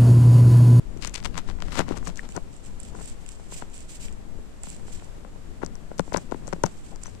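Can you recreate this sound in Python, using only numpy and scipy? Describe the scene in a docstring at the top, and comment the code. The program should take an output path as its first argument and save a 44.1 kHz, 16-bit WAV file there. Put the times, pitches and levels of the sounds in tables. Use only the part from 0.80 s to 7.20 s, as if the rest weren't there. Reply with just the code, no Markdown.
"""Grip rumble and a burst of finger taps and slips open the scene, loud on the left; then a kitten licks and sniffs.
Fingers: impulses and stick-slip grains reach the left port through the phone case, treble first.
Kitten: grainy rasp, wet smacks and fizz reach two ports through air; the right port boosts 7 to 8 kHz.
Short pitched ticks ring in the air; each port adds its own unrelated hiss and rumble."""
import sys
import numpy as np
from scipy import signal
from scipy.fft import rfft, irfft, next_fast_len
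from scipy.io import wavfile
from scipy.ndimage import uniform_filter1d

SR = 44100
rng = np.random.default_rng(int(sys.argv[2]) if len(sys.argv) > 2 else 0)


def int16_out(signal):
    """Quantize to a 16-bit WAV file."""
    q = np.round(np.clip(np.atleast_2d(signal).T, -1, 1) * 32767)
    wavfile.write(sys.argv[1], SR, q.astype(np.int16))


N = 282240
FFT_SIZE = next_fast_len(N + 8192)
HZ = np.maximum(np.arange(FFT_SIZE // 2 + 1) * SR / FFT_SIZE, 1)


def undb(db):
    """Decibels to gain."""
    return 10 ** (np.asarray(db) / 20)


def curve(table):
    """Columns of a table joined by straight lines in time."""
    s, *columns = np.transpose(table)
    return [np.interp(np.arange(N) / SR, s, column) for column in columns]


def response(points):
    """Causal minimum-phase response through (hz, level_db) points, by folding the cepstrum."""
    hz, level_db = np.transpose(points)
    gain = undb(np.interp(np.log(HZ), np.log(hz), level_db))
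    cepstrum = irfft(np.log(gain), FFT_SIZE)
    cepstrum[1:FFT_SIZE // 2] *= 2
    cepstrum[FFT_SIZE // 2 + 1:] = 0
    return np.exp(rfft(cepstrum))


def through(x, spectrum):
    """Filter a sound by a response."""
    return irfft(rfft(x, FFT_SIZE) * spectrum, FFT_SIZE)[:N]


def unit(spectrum, peak):
    """Scale a response so that a click peaks at 1, or so that white noise keeps its level."""
    impulse = irfft(spectrum, FFT_SIZE)
    if peak:
        return spectrum / np.abs(signal.hilbert(impulse)).max()
    return spectrum / np.sqrt(np.sum(impulse ** 2))


def clicks(s, db):
    """One impulse for each time."""
    x = np.zeros(N)
    np.add.at(x, (np.asarray(s) * SR).astype(int), undb(db))
    return x


def splinter(s, db, rough_db, ms):
    """A clean impulse plus a short decaying noise tail of rough contact."""
    tail = signal.lfilter([1], [1, -np.exp(-1000 / (ms * SR))], clicks(s, db + rough_db))
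    return clicks(s, db) + tail * rng.standard_normal(N)


def grains(per_s, spread_db, smooth):
    """Random slips of uneven but bounded size over smooth noise; smooth is the noise share of power; level 1."""
    hit = rng.random(N) < per_s / SR
    size = np.minimum(rng.exponential(size=N), 3)
    sign = rng.choice([-1, 1], N)
    noise = rng.standard_normal(N)
    slips = hit * sign * undb(spread_db * size)
    share = np.clip(smooth, 0, 1)
    return np.sqrt(1 - share) * slips / np.sqrt(np.mean(slips ** 2)) + np.sqrt(share) * noise


def strokes(start_s, length_s, level_db, rise_db_s, fall_db_s):
    """Gain that rises to each start, holds for its length and falls away; the loudest stroke wins."""
    gain = np.zeros(N)
    for s, hold_s, db in zip(start_s, length_s, level_db):
        a, b = max(int((s - .2) * SR), 0), min(int((s + hold_s + .2) * SR), N)
        t = np.arange(a, b) / SR - s
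        rise = rise_db_s * np.minimum(t, 0)
        fall = fall_db_s * np.maximum(t - hold_s, 0)
        gain[a:b] = np.maximum(gain[a:b], undb(db + rise - fall))
    return gain


def walk(rate_hz):
    """Random levels held 1 / rate_hz and slewed twice; spread near 1."""
    k = int(SR / rate_hz)
    steps = np.repeat(rng.standard_normal(N // k + 1), k)
    return 1.42 * uniform_filter1d(uniform_filter1d(steps, k), k)[:N]


def ring(x, hz, t60_s):
    """One decaying mode, as a complex one-pole resonator."""
    pole = np.exp(2j * np.pi * hz / SR - np.log(1000) / (t60_s * SR))
    return signal.lfilter([1], [1, -pole], x).imag


# port noise spectrum: hz, level_db
NOISE_SPECTRUM = [(5, 4), (20, 7), (60, -7.5), (200, -14), (600, -22.5), (1500, -31.5), (4000, -39.5),
                  (6000, -41.5), (8500, -40), (10000, -49), (12500, -47), (13200, -83)]
# port noise level before port colour: left_db, right_db
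NOISE_DB = (-38.5, -45.5)


def room_tone():
    """Unrelated hiss and rumble in each port, each wavering a little in level."""
    colour = unit(response(NOISE_SPECTRUM), False)
    return np.array([through(rng.standard_normal(N) * undb(db + 1.0 * walk(10.0)), colour)
                     for db in NOISE_DB])


# grip load on the case: time_s, shake_db, sway_db
GRIP_LOAD = [(0.0, -42.5, -26), (0.14, -39, -29.5), (0.3, -47.5, -34.5), (0.45, -35.5, -23),
             (0.65, -35, -20.5), (0.86, -36.5, -25), (1.07, -32.5, -26.5), (1.35, -41, -33),
             (1.71, -47, -36.5), (2.23, -42, -33.5), (2.51, -45, -34.5), (3.39, -46, -36),
             (3.74, -49.5, -43), (4.21, -45, -37), (4.79, -45, -45), (5.13, -46.5, -41), (5.72, -39.5, -34),
             (6.06, -47.5, -38), (6.26, -42.5, -32.5), (6.4, -44.5, -38)]
# shake spectrum: hz, level_db
SHAKE_SPECTRUM = [(30, -11), (70, 1), (130, -4), (200, -2.5), (400, -12.5), (800, -26.5), (2000, -36),
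                  (8000, -105)]
# sway spectrum: hz, level_db
SWAY_SPECTRUM = [(5, 9), (20, 4), (40, 0), (80, -13), (200, -60), (2000, -100)]


def grip():
    """Muscle tremor shakes the case and shifting load sways it: two low noises sharing one flutter."""
    shake_db, sway_db = curve(GRIP_LOAD)
    tremor_db = 3.0 * walk(12)
    shake = rng.standard_normal(N) * undb(shake_db + tremor_db)
    shake = through(shake, unit(response(SHAKE_SPECTRUM), False))
    sway = rng.standard_normal(N) * undb(sway_db + tremor_db)
    return shake + through(sway, unit(response(SWAY_SPECTRUM), False))


LATE_S, LATE_HZ, CASE_HZ = 0.001013, 6955, 152.6


def case_delay():
    """Bending waves: delay = LATE_S * (sqrt(LATE_HZ / (hz + CASE_HZ)) - 1), so treble leads."""
    return np.exp(-2j * np.pi * LATE_S * (2 * np.sqrt(LATE_HZ * (HZ + CASE_HZ)) - HZ))


def case_path(points, peak):
    """Spectrum of a case sound with the bending-wave delay as its phase: a downward chirp."""
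    return unit(np.abs(response(points)) * case_delay(), peak)


# finger slips on the case: start_s, length_s, scratch_db, drag_db
FINGER_SLIPS = [(0.223, 0.027, -40.5, -55), (0.263, 0.016, -38.5, -63), (0.344, 0.0085, -37.5, -60),
                (0.374, 0.0083, -41, -62), (0.448, 0.0088, -36.5, -43), (0.543, 0.022, -53, -60),
                (0.577, 0.0049, -34.5, -35), (0.679, 0.025, -47, -49), (0.818, 0.13, -53, -55),
                (0.921, .05, -38, -43.5), (0.976, 0.028, -29.5, -26.5), (1.08, 0.052, -48, -41),
                (1.159, 0.017, -46.5, -39), (1.264, 0.03, -44, -40.5), (1.373, 0.014, -45.5, -46),
                (1.433, 0.02, -50, -44), (1.559, 0.011, -45.5, -27.5), (2.134, 0.067, -71, -46.5),
                (2.814, .008, -52, -50), (4.823, 0.022, -52.5, -42), (5.195, 0.0079, -55, -46),
                (5.335, 0.01, -44.5, -42), (5.359, 0.017, -44, -32), (5.516, 0.025, -59, -66),
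                (5.667, .006, -55, -40.5), (5.733, 0.014, -61, -56), (5.855, 0.0076, -41, -34.5),
                (6.121, 0.011, -67, -41), (6.248, 0.018, -51, -57)]
# scratch spectrum: hz, level_db
SCRATCH_SPECTRUM = [(500, -42), (1200, 6.5), (2500, 5.5), (5000, 0.5), (8000, -3), (10000, -12),
                    (13000, -18), (15000, -36)]
# drag and knock spectrum: hz, level_db
KNOCK_SPECTRUM = [(120, -30), (250, 15.5), (500, 8), (800, 9), (1050, -1), (1400, -4), (2500, -51),
                  (5000, -103)]
SLIP_RISE_DB_S, SLIP_FALL_DB_S = 1500, 748
CREEP_SCRATCH_DB, CREEP_DRAG_DB = -24, -17  # steady skin creep, relative to the grip shake


def finger_slips():
    """Stick-slip of skin on the case: bright scratch and low drag, over creep that follows the grip load."""
    start_s, length_s, scratch_db, drag_db = np.transpose(FINGER_SLIPS)
    shake_db = curve(GRIP_LOAD)[0]
    scratch = strokes(start_s, length_s, scratch_db, SLIP_RISE_DB_S, SLIP_FALL_DB_S)
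    scratch = scratch + undb(shake_db + CREEP_SCRATCH_DB)
    drag = strokes(start_s, length_s, drag_db, SLIP_RISE_DB_S, SLIP_FALL_DB_S)
    slips = grains(per_s=1400, spread_db=3.5, smooth=.3)
    nudges = grains(per_s=70, spread_db=4, smooth=.2)
    low = slips * drag + nudges * undb(shake_db + CREEP_DRAG_DB)
    return through(slips * scratch, case_path(SCRATCH_SPECTRUM, False)) + through(low, case_path(KNOCK_SPECTRUM, False))


# soft pad bumps on the case: time_s, pitch_hz, drive_db
PAD_BUMPS = [(0.164, 380, -23), (1.1098, 314, -10), (3.588, 435, -27), (5.7838, 350, -27)]
BUMP_T60_CYCLES = 7.5


def pad_bumps():
    """Each push, half a cycle long, rings one short mode."""
    out = np.zeros(N)
    for s, hz, db in PAD_BUMPS:
        push = np.hanning(int(SR / hz / 2))
        push = np.convolve(clicks([s], db), push / push.sum())[:N]
        out = out + ring(push, hz, BUMP_T60_CYCLES / hz)
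    return out


# finger taps on the case: time_s, crack_db, grit_db, snap_db, knock_db, thump_db
FINGER_TAPS = [(0.1734, -36, -42, -43, -47, -37), (0.21, -43, -45, -52, -44, -53),
               (0.2154, -37, -39, -50, -43, -52), (0.2225, -28, -29, -41, -48, -42),
               (0.225, -28, -20.5, -40, -48, -29.5), (0.2292, -30, -29, -43, -50, -50),
               (0.2328, -30, -29, -34, -48, -37), (0.2356, -33, -24, -39, -48, -42),
               (0.24, -32, -25, -44, -41, -46), (0.2436, -35, -34, -39, -58, -48),
               (0.248, -20, -15, -22.5, -31, -32), (0.2571, -25, -27, -49, -47, -45),
               (0.271, -27, -41, -40, -53, -48), (0.2744, -17.5, -28, -36, -33, -32),
               (0.28, -35, -44, -46, -48, -36), (0.2952, -33, -37, -48, -54, -45),
               (0.339, -32, -31, -37, -37, -45), (0.3426, -17, -27, -46, -45, -40),
               (0.353, -20.5, -17, -28.5, -35, -46), (0.358, -20, -18.5, -37, -35, -45),
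               (0.36, -27, -24, -40, -51, -51), (0.376, -34, -33, -45, -45, -46),
               (0.379, -28, -26, -37, -34, -37), (0.4024, -37, -33, -44, -50, -35),
               (0.428, -39, -32, -33, -43, -31), (0.439, -32, -40, -60, -45, -49),
               (0.4477, -21, -19, -25, -31, -46), (0.4544, -22, -16.5, -18.5, -40, -47),
               (0.4577, -23, -19, -28, -37, -43), (0.4599, -25, -21, -20, -35, -31),
               (0.4736, -34, -44, -60, -38, -48), (0.5439, -43, -32, -31, -48, -26),
               (0.5548, -40, -31, -27, -48, -33), (0.563, -49, -38, -38, -46, -43),
               (0.5678, -60, -38, -26, -37, -29), (0.5742, -38, -41, -32, -42, -45),
               (0.5783, -17.5, -20.5, -18.5, -23, -38), (0.588, -30, -36, -24, -32, -31),
               (0.6877, -45, -37, -25.5, -33, -38), (0.6911, -45, -43, -47, -41, -26),
               (0.6993, -38, -29.5, -27, -32, -36), (0.712, -55, -35, -35, -40, -45),
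               (0.7866, -59, -57, -33.5, -37, -45), (0.8038, -37, -33, -38, -40, -43),
               (0.8224, -28.5, -17.5, -20.5, -26, -32), (0.8832, -38, -31.5, -30, -52, -30),
               (0.908, -40, -36, -42, -45, -43), (0.9205, -38, -32, -33, -43, -42),
               (0.926, -30, -38, -30, -33, -47), (0.9293, -32, -34, -26, -42, -45),
               (0.937, -39, -40, -42, -45, -45), (0.947, -32, -36, -34, -42, -45),
               (0.9521, -39, -40, -28, -32, -47), (0.955, -24, -23, -22, -27, -40),
               (0.959, -32, -32, -44, -56, -43), (0.9657, -32, -30, -26, -43, -48),
               (0.97, -32, -27, -25, -37, -34), (0.9775, -31, -28, -23, -35, -47),
               (0.9826, -34, -23, -34, -36, -33), (0.9855, -26, -21, -19, -28, -43),
               (0.989, -21, -23, -17, -24, -14.5), (0.9918, -14.5, -15, -9.5, -7, -9.5),
               (0.997, -29, -31, -20, -30, -36), (1.0028, -25, -24, -15, -8.5, -27),
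               (1.0175, -46, -33, -20.5, -27, -20), (1.0277, -51, -60, -35, -27, -45),
               (1.0659, -56, -60, -36, -35, -34), (1.0826, -37, -43, -26, -24, -28),
               (1.0898, -33, -28.5, -38, -39, -33), (1.1082, -48, -43, -32, -17.5, -30),
               (1.1213, -37, -43, -22.5, -42, -24), (1.1298, -51, -53, -38, -38, -40),
               (1.1406, -49, -47, -35, -24, -43), (1.1686, -38, -43, -30, -32, -42),
               (1.172, -28, -41, -38, -40, -35), (1.1756, -29, -32, -28.5, -42, -37),
               (1.184, -32, -52, -48, -46, -43), (1.2276, -57, -56, -32.5, -43, -47),
               (1.2543, -33, -53, -59, -53, -43), (1.271, -32, -38, -26, -36, -38),
               (1.2727, -28, -34, -21, -22, -37), (1.2772, -25, -37, -46, -51, -22),
               (1.279, -25, -41, -45, -47, -45), (1.282, -30, -48, -51, -50, -45),
               (1.2903, -37, -42, -47, -31, -43), (1.2996, -33, -36, -33, -39, -29.5),
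               (1.3585, -30, -45, -44, -43, -49), (1.3734, -27.5, -44, -56, -49, -43),
               (1.4302, -53, -59, -41, -34, -43), (1.4899, -31, -40, -34, -37, -30.5),
               (1.5631, -27, -47, -27, -35, -24), (1.5652, -23.5, -45, -26, -22, -20),
               (1.5756, -41, -47, -24, -17.5, -30), (2.1464, -60, -58, -58, -31, -41),
               (2.1506, -42, -60, -32, -27, -37), (2.1783, -57, -60, -57, -60, -37),
               (2.188, -60, -51, -34, -34, -50), (2.1959, -46, -55, -42, -38, -54),
               (2.2071, -52, -50, -38, -35, -51), (2.2117, -53, -45, -35, -35, -50),
               (2.5962, -60, -59, -40, -30.5, -38), (2.7219, -51, -51, -32, -25.5, -33.5),
               (2.822, -51, -44, -25, -19, -31), (3.5564, -59, -60, -60, -44, -47),
               (3.8378, -55, -45, -35, -33, -48), (3.87, -54, -53, -33, -31, -32),
               (3.9965, -60, -60, -42, -38, -51), (4.0812, -54, -48, -38, -31, -49),
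               (4.105, -60, -58, -46, -35, -48), (4.2217, -58, -53, -37.5, -32.5, -41),
               (4.379, -60, -60, -60, -34.5, -38), (4.448, -58, -50, -34, -28, -47),
               (4.5584, -60, -60, -48, -33, -45), (4.8164, -56, -51, -38, -34, -47),
               (4.8195, -55, -53, -30, -29, -35), (4.8293, -44, -47, -22, -22, -25.5),
               (4.8328, -40, -49, -21, -12.5, -35), (4.841, -55, -42, -38, -44, -48),
               (4.8483, -29, -51, -60, -43, -32), (4.863, -23, -41, -36, -43, -46),
               (4.9545, -33.5, -45, -39, -39, -39), (5.1062, -60, -60, -49, -41, -34),
               (5.1145, -56, -50, -35, -21.5, -44), (5.1812, -28, -41, -46, -51, -31),
               (5.186, -27, -32, -47, -37, -29), (5.1932, -28, -33, -38, -45, -47),
               (5.1946, -19.5, -19.5, -14, -3.5, -13.5), (5.2061, -30, -47, -34, -35, -28),
               (5.277, -54, -60, -52, -27, -40), (5.322, -55, -44, -21.5, -18.5, -35),
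               (5.332, -28, -43, -60, -54, -33), (5.3381, -25, -34, -38, -30, -21.5),
               (5.3415, -27, -22, -23, -26, -18), (5.3446, -33, -25, -16, -3.5, -23),
               (5.356, -40, -42, -38, -31, -45), (5.362, -42, -27, -14.5, -20, -18),
               (5.3688, -25, -39, -35, -37, -45), (5.372, -16, -41, -22, -18, -22),
               (5.3762, -32, -42, -34, -46, -43), (5.3803, -34, -43, -26, -32, -31),
               (5.513, -38, -37, -43, -25, -36), (5.5207, -34, -34, -26, -9.5, -26),
               (5.544, -52, -38, -29, -18, -34), (5.672, -29, -41, -47, -57, -30),
               (5.6784, -25.5, -43, -32.5, -22, -50), (5.7271, -29, -32, -19.5, -12.5, -27),
               (5.7324, -25, -30.5, -21.5, -11, -23), (5.7612, -60, -56, -51, -29, -33),
               (5.8357, -17.5, -26, -29, -6, -15), (5.8378, -13.5, -22, -16.5, -1.5, -18.5),
               (5.8445, -42, -43, -25, -47, -11), (5.8585, -24, -43, -40, -27, -43),
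               (5.8627, -20, -46, -25, -26, -44), (5.8717, -36, -49, -39, -33, -49),
               (6.1595, -32, -48, -38, -41, -48), (6.2337, -27, -44, -42, -46, -52),
               (6.2578, -34, -47, -31.5, -57, -48), (6.269, -39, -59, -44, -60, -35),
               (6.2794, -39, -52, -38, -31, -43), (6.3504, -38, -38, -54, -41, -32)]
# crack spectrum: hz, level_db
CRACK_SPECTRUM = [(3500, -35), (4200, -7), (5000, -3.5), (5800, 4), (8000, 1.5), (10500, -15),
                  (13000, -20.5), (15000, -40)]
# grit spectrum: hz, level_db
GRIT_SPECTRUM = [(1700, -25), (2000, -3), (2400, -1.5), (2900, -2), (4200, -4), (5000, -4.5), (5800, -27),
                 (7000, -54)]
# snap spectrum: hz, level_db
SNAP_SPECTRUM = [(700, -1), (800, -5), (1000, 7.5), (1300, 2), (2000, -4.5), (2400, -15), (2900, -18),
                 (3500, -61)]
KNOCK_S, EDGE_S, EDGE_DB = 0.00098, 0.00196, 8.5  # first arrival; louder return from the far edge
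THUMP_HZ, THUMP_T60_S = 176.6, 0.068


def finger_taps():
    """Impacts in the case: chirped crack, grit and snap, a double knock, and one ringing thump mode."""
    s, crack_db, grit_db, snap_db, knock_db, thump_db = np.transpose(FINGER_TAPS)
    crack = through(splinter(s, crack_db, rough_db=-13, ms=0.93), case_path(CRACK_SPECTRUM, True))
    grit = through(splinter(s, grit_db, rough_db=-19.5, ms=1.2), case_path(GRIT_SPECTRUM, True))
    snap = through(splinter(s, snap_db, rough_db=-29, ms=2.5), case_path(SNAP_SPECTRUM, True))
    first = np.exp(-2j * np.pi * HZ * KNOCK_S)
    edge = undb(EDGE_DB) * np.exp(-2j * np.pi * HZ * EDGE_S)
    double = unit(np.abs(response(KNOCK_SPECTRUM)) * first * (1 + edge), True)
    knock = through(splinter(s, knock_db, rough_db=-25, ms=2.6), double)
    thump = through(ring(clicks(s, thump_db), THUMP_HZ, THUMP_T60_S), case_delay())
    return crack + grit + snap + knock + thump


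# pitched ticks in the air, before port colour: time_s, pitch_hz, level_db, t60_s, left_minus_right_db
TICKS = [(1.393, 1830, -19, 0.01, 12), (6.1592, 4770, -50, 0.018, 8), (6.257, 6040, -36, 0.021, 12),
         (6.266, 6150, -34, 0.027, 16)]
POP_RISE_CYCLES = 1.5


def pops():
    """Each tick swells over a cycle or two and rings briefly at one pitch."""
    out = 0
    for s, hz, db, t60_s, pan_db in TICKS:
        t = np.maximum(np.arange(N) / SR - s, 0)
        swell = np.minimum(t * hz / POP_RISE_CYCLES, 1) * undb(db - 60 * t / t60_s)
        out = out + swell * np.sin(2 * np.pi * hz * t) * undb([[0], [-pan_db]])
    return out


# tongue strokes, nose puffs and fur brushes: start_s, length_s, right_port_db
RASP_STROKES = [(0.276, 0.0092, -63), (1.259, 0.011, -46.5), (1.38, 0.0091, -51), (1.502, 0.066, -53),
                (1.733, 0.046, -55.5), (1.846, 0.032, -50.5), (2.012, 0.079, -52), (2.167, 0.13, -51),
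                (2.215, 0.086, -46), (2.423, .01, -55), (2.483, 0.069, -51), (2.586, 0.077, -57.5),
                (2.729, 0.046, -40), (2.94, 0.092, -50), (3.103, 0.051, -44), (3.228, 0.02, -40),
                (3.27, 0.016, -57), (3.326, .01, -60), (3.847, 0.092, -46), (3.95, 0.046, -55),
                (4.078, 0.1, -48), (4.238, .015, -56.5), (5.252, 0.17, -54), (5.567, 0.015, -58),
                (5.688, 0.0067, -55), (5.86, 0.13, -56), (6.049, 0.066, -53.5), (6.215, 0.13, -56.5)]
# wet mouth clicks: time_s, right_port_db, low_part_db (before port colour)
MOUTH_SMACKS = [(1.522, -33, -45), (1.554, -40, -60), (1.741, -37, -60), (1.766, -38, -60),
                (1.842, -39, -60), (1.8506, -34, -60), (1.8602, -36, -59), (2.0012, -27, -51),
                (2.0328, -28, -58), (2.0506, -34, -49), (2.086, -40, -51), (2.2004, -36, -60),
                (2.2268, -31, -64), (2.243, -32, -62), (2.258, -28, -64), (2.277, -33, -57),
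                (2.284, -33, -58), (2.299, -29.5, -55), (2.4632, -30, -44), (2.49, -24.5, -41.5),
                (2.519, -32.5, -60), (2.73, -36, -47), (2.7756, -39, -57), (2.7998, -33, -54),
                (2.9, -40, -60), (2.933, -43, -56), (2.943, -32, -49), (2.9516, -39, -60),
                (2.973, -36, -60), (2.979, -28, -45), (3.0056, -30.5, -53), (3.0213, -42, -60),
                (3.11, -36, -60), (3.136, -33, -59), (3.149, -36, -62), (3.2836, -53, -39),
                (3.326, -33, -54), (3.8343, -20.5, -41), (3.844, -37, -53), (3.857, -42, -46),
                (3.887, -31, -52), (3.893, -37, -60), (3.9017, -26, -50), (3.947, -34, -56),
                (3.965, -32, -57), (4.0965, -38, -56), (4.16, -36, -60), (4.198, -55, -45),
                (4.245, -35, -61), (5.688, -31, -55), (6.236, -25.5, -48), (6.27, -39, -50)]
# rasp spectrum: hz, level_db
RASP_SPECTRUM = [(800, -32), (1500, -11.5), (2500, -3), (3500, -7), (6000, -2), (8500, 6), (10000, -16.5),
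                 (15000, -28)]
# smack spectrum: hz, level_db
SMACK_SPECTRUM = [(2000, -34), (4500, -9), (6500, -4.5), (8000, 10.5), (9500, -9), (12000, -25),
                  (15000, -26)]
# low part of the smacks, spectrum: hz, level_db
SMACK_LOW_SPECTRUM = [(700, -35), (1500, -0.5), (3000, 12), (4500, -18), (7000, -46)]
# fizz spectrum: hz, level_db
FIZZ_SPECTRUM = [(7000, -35), (9500, 1), (11500, -1), (14000, -3), (15500, -4.5)]
# right port response: hz, gain_db
RIGHT_PORT_GAIN = [(100, 3.85), (5500, 6.7), (6600, 9.5), (7200, 11.8), (7750, 12.4), (8300, 5.3),
                   (9000, 7.5), (10000, 9.2), (15000, 2.5)]
STROKE_RISE_DB_S, STROKE_FALL_DB_S = 452, 307
FIZZ_FROM_DB, FIZZ_GROWTH = -2, 0.52  # fizz gain equals rasp gain at this level; excess grows by this power
SCATTER_DB, FAR_PORT_DB, PORT_LAG_SAMPLES = 3.5, -9, 8


def kitten():
    """Rasp, smacks and fizz near the right port; the left hears them late, weaker, plus hand and fur scatter."""
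    rasp = strokes(*np.transpose(RASP_STROKES), STROKE_RISE_DB_S, STROKE_FALL_DB_S)
    rasp = rasp * undb(2.13 * walk(150))
    fizz = rasp * (rasp / undb(FIZZ_FROM_DB)) ** FIZZ_GROWTH  # harder strokes fizz more
    s, smack_db, low_db = np.transpose(MOUTH_SMACKS)
    # levels are set as heard at the right port, so its response is divided out again
    right = response(RIGHT_PORT_GAIN)
    mouth = unit(response(RASP_SPECTRUM) * right, False) / right
    smack = unit(response(SMACK_SPECTRUM) * right, True) / right
    smack_low = unit(response(SMACK_LOW_SPECTRUM), True)
    direct = through(grains(per_s=2200, spread_db=2.0, smooth=0.56) * rasp, mouth)
    direct = direct + through(splinter(s, smack_db, rough_db=-13, ms=1.2), smack)
    direct = direct + through(splinter(s, low_db, rough_db=-14, ms=1.5), smack_low)
    fizz_noise = grains(per_s=4300, spread_db=-1.0, smooth=1.0) * fizz
    direct = direct + through(fizz_noise, unit(response(FIZZ_SPECTRUM), False))
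    scattered = grains(per_s=1500, spread_db=5, smooth=0.62) * rasp * undb(SCATTER_DB)
    left = np.roll(direct, PORT_LAG_SAMPLES) * undb(FAR_PORT_DB) + through(scattered, mouth)
    return np.array([left, direct])


# left port response: hz, gain_db
LEFT_PORT_GAIN = [(100, -13), (3000, 9), (6000, 2.5), (8000, -11.5), (10000, 7), (15000, 5)]


def scene():
    """Each port colours its air sound and noise, except the left noise; case sounds stay on the left."""
    air = kitten() + pops()
    noise = room_tone()
    left = through(air[0], response(LEFT_PORT_GAIN)) + noise[0]
    right = through(air[1] + noise[1], response(RIGHT_PORT_GAIN))
    case = finger_taps() + pad_bumps() + finger_slips() + grip()
    return np.array([left + case, right])


TOP_HZ = 15550


def record(dry):
    """The phone cuts the top with a steep elliptic low-pass."""
    return signal.sosfilt(signal.ellip(12, .2, 80, TOP_HZ, fs=SR, output="sos"), dry)


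dry = scene()
out = record(dry)
int16_out(out)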